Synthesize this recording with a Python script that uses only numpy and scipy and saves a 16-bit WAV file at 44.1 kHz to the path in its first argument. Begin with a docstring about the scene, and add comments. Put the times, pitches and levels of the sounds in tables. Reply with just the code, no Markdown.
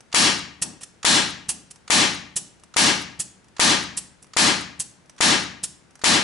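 """Air rifle in a small workshop

A homemade air rifle is dry-fired eight times, close to a stereo microphone. Each time the trigger
spits, the valve pops and the barrel lets out one sharp blast; a limiter flattens the ringing room
into a burst of hiss. On release the trigger vents a short puff, and the plastic handle ticks."""
import sys
import numpy as np
from scipy import signal
from scipy.fft import rfft, irfft
from scipy.io import wavfile
from scipy.ndimage import uniform_filter1d

SR = 44100
rng = np.random.default_rng(int(sys.argv[2]) if len(sys.argv) > 2 else 0)


def wav_record(signal):
    """Record a signal, one row per channel, as 16-bit PCM in the file named by sys.argv[1]."""
    frames = np.transpose(np.atleast_2d(signal))
    bounded = np.clip(frames, -1, 1)
    # unit amplitude maps onto the largest positive 16-bit level
    quanta = np.round(bounded * 32767).astype(np.int16)
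    wavfile.write(sys.argv[1], SR, quanta)


N = 274743
BAND_LIMIT_HZ = 11130


def gain_of(db):
    """Decibels to amplitude."""
    return 10 ** (np.asarray(db) / 20)


def curve_at(points, hz):
    """Joins (Hz, value) points on a log-frequency axis."""
    f, value = np.transpose(points)
    return np.interp(np.log(hz + 1), np.log(f + 1), value)


def pan(db):
    """Channel gains that put the left db above the right."""
    return gain_of([[db / 2], [-db / 2]])


def add(mix, s, sound):
    """Mixes a sound in at s seconds."""
    part = mix[:, max(round(s * SR), 0):][:, :sound.shape[-1]]
    part += sound[..., :part.shape[1]]


def white_pair(size, likeness):
    """White noise in two channels, correlated by likeness."""
    a, b = rng.standard_normal((2, size))
    return np.array([a, likeness * a + np.sqrt(1 - likeness ** 2) * b])


def hiss(spectrum, size, likeness, tilt_db=0):
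    """Stereo noise of a given spectrum, tilted by tilt_db an octave above 1500 Hz; rms 1."""
    hz = np.fft.rfftfreq(size, 1 / SR)
    octaves = np.log2(np.maximum(hz / 1500, 1))
    colour = gain_of(curve_at(spectrum, hz) + tilt_db * octaves) * (hz < BAND_LIMIT_HZ)
    noise = irfft(rfft(white_pair(size, likeness)) * colour, size)
    return noise / np.sqrt(np.mean(noise ** 2) + 1e-20)


def puff(t, rise, length):
    """Flow through a port that opens quickly and runs out of pressure."""
    return (1 - np.exp(-np.maximum(t, 0) / rise)) * np.exp(-(t / length) ** 2)


# The quiet workshop. Each row: frequency in Hz, relative level in dB.
ROOM_TONE_SPECTRUM = [(15, -60.5), (25, -16.5), (169, -6), (505, -15), (635, -17), (778, -16.5),
                      (1140, -19.5), (1510, -18.5), (2780, -24.5), (3240, -26), (11000, -34.5),
                      (14300, -75.5), (22000, -120)]


def room_tone():
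    """Faint, steady low noise all around the microphone."""
    return gain_of(-57) * hiss(ROOM_TONE_SPECTRUM, N, likeness=0.32) * pan(db=2.5)


# Diffuse sound off the walls. Each row: band centre in Hz, relative level in dB, t60 in seconds,
# build-up in seconds, left over right in dB, left-right correlation.
REVERB_BANDS = [(71.6, 10.5, 0.64, 0.027, 0, 0.58), (147, 5, 0.63, 0.082, 9.5, 0.7),
                (285, -1.5, 0.59, 0.0098, 14.5, 0.62), (626, 7.5, 0.51, 0.018, 6.5, 0.27),
                (1074, 4.5, 0.52, 0.0043, 7.5, 0.54), (2540, 6, 0.53, 0.0028, 4.5, 0.4),
                (4520, 10.5, 0.44, 0.0089, 2, 0.73), (7860, 8, 0.35, 0.0051, 1.2, 0.61),
                (10500, 7.5, 0.28, 0.018, 1, 0.85)]
# Standing waves of the workshop. Each row: frequency in Hz, relative level in dB, t60 in seconds.
STANDING_WAVES = [(73, -25.5, 1.5), (126.6, -20, 0.87), (157.9, -18.5, 0.79), (188.5, -16.5, 0.75),
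                  (220.4, -15.5, 0.4), (237.3, -20, 0.29), (252.8, -18, 0.45), (287.1, -24.5, 0.74),
                  (308, -17, 0.47), (325.4, -31, 0.66), (360.7, -16, 0.49), (397, -28.5, 0.53)]


def workshop(swell_s=0.045, boom_s=0.099, boom_hz=280, boom_width_s=0.027, boom_db=3):
    """Room response: each band builds and dies at its own pace; the bass gathers into a rising boom."""
    t, hz = np.arange(SR) / SR, np.fft.rfftfreq(SR, 1 / SR)
    centres, tail = [row[0] for row in REVERB_BANDS], np.zeros((2, SR))
    for own_band, (_, db, t60, build, lean_db, likeness) in zip(np.eye(len(centres)), REVERB_BANDS):
        band_shape = np.sqrt(curve_at(np.c_[centres, own_band], hz))
        band = irfft(rfft(white_pair(SR, likeness)) * band_shape, SR)
        tail += band * pan(lean_db) * gain_of(db - 60 * t / t60) * (1 - np.exp(-t / build))
    channel_phase = np.array([[0], [.55]])
    for f, db, t60 in STANDING_WAVES:
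        # the lowest standing waves peak first, so the boom slides upward
        boom = gain_of(boom_db) * np.exp(-((t - boom_s * f / boom_hz) / boom_width_s) ** 2)
        swell = (1 - np.exp(-(t / swell_s) ** 2)) * (1 + boom)
        wave = np.sin(2 * np.pi * (f * t + rng.random()) + channel_phase)
        tail += pan(db=4) * swell * gain_of(db - 3 - 60 * t / t60) * wave
    return gain_of(-36) * tail


# Tone of the dry little ticks of the handle and trigger. Each row: frequency in Hz, relative level in dB.
TICK_SPECTRUM = [(240, -33.5), (400, -1.5), (1160, 2), (4110, -6), (5980, 2.5), (7260, -5), (8220, 2.5),
                 (8810, -3), (11000, -3.5), (14300, -53), (22000, -120)]
# Ticks of the handle, and a few of the trigger taking up slack just before it spits. Each row: start in
# seconds, peak level in dB before panning.
SMALL_TICKS = [(0.006, -34.5), (1.759, -38), (2.598, -44), (2.636, -34.5), (3.444, -45.5), (3.484, -45),
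               (4.244, -40), (4.268, -44), (5.059, -47), (5.096, -34.5), (5.164, -45), (5.908, -44),
               (5.955, -33.5), (5.993, -38.5)]


def small_ticks(decay_s=0.0046):
    """Dry little knocks of the handle under the finger and of the trigger taking up slack, close and a little
    to the right."""
    t, out = np.arange(SR // 16) / SR, np.zeros((2, N))
    for s, db in SMALL_TICKS:
        knock = np.exp(-t / decay_s) * hiss(TICK_SPECTRUM, len(t), likeness=0.81)
        add(out, s, gain_of(db) * knock / abs(knock).max() * pan(db=-2.5))
    return out


# Air through the opening trigger. Each row: frequency in Hz, relative level in dB.
SPIT_SPECTRUM = [(120, -39), (200, -31.5), (1240, 3), (2520, -3), (4840, 0), (6220, -3.5), (6990, 0.5),
                 (8130, -8.5), (11000, -15), (14300, -37), (22000, -120)]
# Spits as the trigger is pressed. Each row: start in seconds, level in dB.
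TRIGGER_SPITS = [(.116, -48), (.126, -27.5), (1.029, -29), (1.877, -35), (2.739, -37.5), (3.565, -38.5),
                 (3.582, -41), (4.334, -35.5), (5.18, -43), (5.186, -42.5), (6.014, -39), (6.02, -44)]


def trigger_spits(spit_s=0.0052):
    """Right by the microphone, the trigger opens with a brief spit of air and a faint leak."""
    t, out = np.arange(SR // 10) / SR, np.zeros((2, N))
    leak = gain_of(-23) * puff(t, rise=.003, length=0.028)
    flow = puff(t, spit_s, spit_s) + leak
    for s, db in TRIGGER_SPITS:
        air = hiss(SPIT_SPECTRUM, len(t), likeness=0.74, tilt_db=-0.9)
        add(out, s, gain_of(db) * flow / flow.max() * air * pan(db=-1.5))
    return out


# Air escaping from the trigger or the valve. Each row: frequency in Hz, relative level in dB.
AIR_SPECTRUM = [(240, -29), (400, -16), (606, -19), (1340, -18.5), (1490, -23), (1860, -12), (2140, -19.5),
                (2560, -8), (4110, -6.5), (5420, 1), (6680, 3.5), (8110, 9.5), (11000, 8.5), (14300, -60),
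                (22000, -120)]
# Air vented as the trigger is let go. Each row: start in seconds, level in dB, length in seconds,
# treble tilt in dB per octave.
TRIGGER_VENTS = [(.620, -17, 0.017, -5), (0.809, -41.5, 0.029, -9), (.832, -31, 0.011, -6.5),
                 (1.489, -19, 0.024, -4.5), (1.708, -36.5, 0.011, -6), (2.3617, -19.5, 0.022, -4),
                 (3.196, -20.5, 0.022, -3.5), (3.971, -21.5, 0.019, -4), (4.225, -43, 0.011, -2.5),
                 (4.797, -20.5, .021, -2.5), (5.6349, -20.5, 0.017, -4)]


def trigger_vents(lead_s=.004, snap_s=0.0028, thump_hz=160, thump_rise_s=0.0033):
    """The seal snaps, then lets go: heard close up, a bright puff with a soft low thump."""
    t, out = np.arange(SR // 8) / SR, np.zeros((2, N))
    thump_shape = t / thump_rise_s * np.exp(1 - t / thump_rise_s)
    thump = gain_of(-16) * np.sin(2 * np.pi * thump_hz * t) * thump_shape * pan(db=2.5)
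    snap = gain_of(-8) * puff(t, snap_s / 2, snap_s)
    for s, db, length, tilt_db in TRIGGER_VENTS:
        flow = snap + puff(t - lead_s, rise=0.0014, length=length)
        air = flow * hiss(AIR_SPECTRUM, len(t), likeness=0.87, tilt_db=tilt_db)
        add(out, s - lead_s, gain_of(db) * (air * pan(db=-1.5) + thump))
    return out


# The eight shots. Each row: blast start in seconds, piston pop in dB, valve open time in seconds.
FIRINGS = [(0.146, -0.5, .25), (1.0502, -1.5, 0.26), (1.9048, 0, .25), (2.7674, -1, 0.26), (3.599, 2, 0.24),
           (4.3695, 0.5, 0.25), (5.2095, 2, .23), (6.042, 0.5, .23)]


def valve(lead_s=0.0036, pop_hz=560, pop_decay_s=0.00024, low_cut_hz=160):
    """The piston pops just ahead of each blast; air streams through and flares as the valve seats."""
    t, out = np.arange(SR // 3) / SR, np.zeros((2, N))
    pop = gain_of(-1.5) * np.sin(2 * np.pi * pop_hz * t) * np.exp(-t / pop_decay_s) * pan(db=6.5)
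    pop = signal.lfilter(*signal.butter(1, low_cut_hz, "high", fs=SR), pop)
    # a faint hiss swells just ahead of the pop, softening its attack
    swell = gain_of(-41.5) * puff(t, rise=.004, length=.006)
    crack = gain_of(-24.5) * puff(t, rise=.0003, length=0.0036)
    stream = gain_of(-46.5) * puff(t, rise=0.0074, length=.6)
    for s, pop_db, open_s in FIRINGS:
        opening = 1 / (1 + np.exp(np.minimum((t - open_s) / .003, 50)))
        seating = gain_of(-43.5) * np.exp(-((t - open_s) / 0.0068) ** 2)
        flow = gain_of(pop_db) * crack + stream * opening + seating
        add(out, s - 2 * lead_s, swell * hiss(AIR_SPECTRUM, len(t), likeness=0.47))
        add(out, s - lead_s, gain_of(pop_db) * pop + flow * hiss(AIR_SPECTRUM, len(t), likeness=0.42))
    return out


# The blast at the muzzle. Each row: frequency in Hz, relative level in dB.
MUZZLE_SPECTRUM = [(24, -47), (40, -32), (98, -15.5), (250, -4), (309, -2), (450, -11), (583, -9.5),
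                   (656, -10), (849, -5.5), (1460, -6.5), (1720, -6.5), (2560, -7), (4200, -8.5),
                   (11000, -10.5), (14300, -33), (22000, -120)]
# Resonances of the barrel and its fittings. Each row: frequency in Hz, added ring in dB.
BARREL_RESONANCES = [(820, -5.5), (1027, -9), (1209, 0.5), (1656, 3.5), (1836, 4), (1984, 1), (2041, 0.5),
                     (2239, -1), (2421, -11), (2598, -14), (2830, -17), (3069, -0.5), (3428, -15),
                     (3654, -5.5), (4080, 4.5), (4267, -14.5), (4786, -13.5), (4910, 2), (5526, -9),
                     (5603, 2)]


def barrel(size=8192, width_hz=55):
    """Pressure pulse at the muzzle, ringing at the resonances of the pipe."""
    hz = abs(np.fft.fftfreq(size, 1 / SR))
    ring = sum(gain_of(db) ** 2 / (1 + (2 * (f - hz) / width_hz) ** 2) for f, db in BARREL_RESONANCES)
    gain = np.maximum(gain_of(curve_at(MUZZLE_SPECTRUM, hz)) * np.sqrt(1 + ring), 1e-4)
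    minimum_phase = np.exp(np.conj(signal.hilbert(np.log(gain))))  # nothing rings ahead of the pulse
    pulse = np.fft.ifft(minimum_phase).real[:size // 2]
    return pulse / np.linalg.norm(pulse)


# First paths to the microphone, direct and off the bench. Each row: delay in seconds, level in dB.
FIRST_ARRIVALS = [(0, -11), (.0015, -12.5)]


def muzzle_blasts(room, blast_db=28, jet_low_hz=4000, jet_decay_s=0.023, front_band_hz=(600, 4500)):
    """The same pressure pulse every shot, followed by a jet whose treble turbulence is always new."""
    t, muzzle = np.arange(SR // 6) / SR, np.zeros((1, N))
    impulse, rounded = 1. * (t == 0), np.exp(-t / 0.0007)
    puff_sag_db_per_s, jet_sag_db_per_s = 2.5, 1.9  # both weaken from shot to shot
    # at each vent the last low pressure leaves the barrel as a soft puff
    for s, db, *_ in TRIGGER_VENTS:
        add(muzzle, s, gain_of(db) ** 2 * gain_of(43 - puff_sag_db_per_s * s) * rounded / rounded.sum())
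    jet_filter = signal.butter(1, jet_low_hz, "high", fs=SR)
    for s, *_ in FIRINGS:
        jet = signal.lfilter(*jet_filter, rng.standard_normal(len(t))) * np.exp(-t / jet_decay_s)
        jet *= gain_of(-0.5 - jet_sag_db_per_s * s) / np.linalg.norm(jet)
        add(muzzle, s, gain_of(blast_db) * (impulse + jet))
    # behind the muzzle the front arrives rounded, with a short scatter off the nearby pipework
    front = signal.lfilter(*signal.butter(2, front_band_hz, "band", fs=SR), impulse)
    scatter = gain_of(-12) * np.exp(-t / 0.0017) * white_pair(len(t), likeness=0.19)
    paths = room.copy()
    for delay, db in FIRST_ARRIVALS:
        add(paths, delay, gain_of(db) * (front + scatter) * pan(db=6))
    ringing = signal.fftconvolve(muzzle, barrel()[None])[:, :N]
    return signal.fftconvolve(ringing, paths, axes=1)[:, :N]


def scene():
    """The muzzle points into the room; the valve and trigger sit right by the microphone."""
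    room = workshop()
    near = valve() + trigger_spits() + trigger_vents() + small_ticks()
    reverb = gain_of(-13.5) * signal.fftconvolve(near, room, axes=1)[:, :N]
    return room_tone() + reverb + near + muzzle_blasts(room)


def record(dry, limit_db=-15, recovery_db_per_s=220):
    """A fast limiter holds each blast level until the room dies down; then clipping and a low-pass."""
    power = uniform_filter1d((dry ** 2).mean(0), size=220)
    power_db = 10 * np.log10(abs(power) + 1e-12)
    recovery_db = np.arange(N) * recovery_db_per_s / SR
    peak_db = np.maximum.accumulate(power_db + recovery_db) - recovery_db
    over_db = np.maximum(peak_db - limit_db, 0)
    limited = dry / gain_of(uniform_filter1d(over_db, size=60))
    clipped = np.clip(limited, -.88, .88)
    low_pass = signal.firwin(601, BAND_LIMIT_HZ, window=("kaiser", 8), fs=SR)
    return signal.oaconvolve(clipped, low_pass[None], "same")


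dry = scene()
out = record(dry)
wav_record(out)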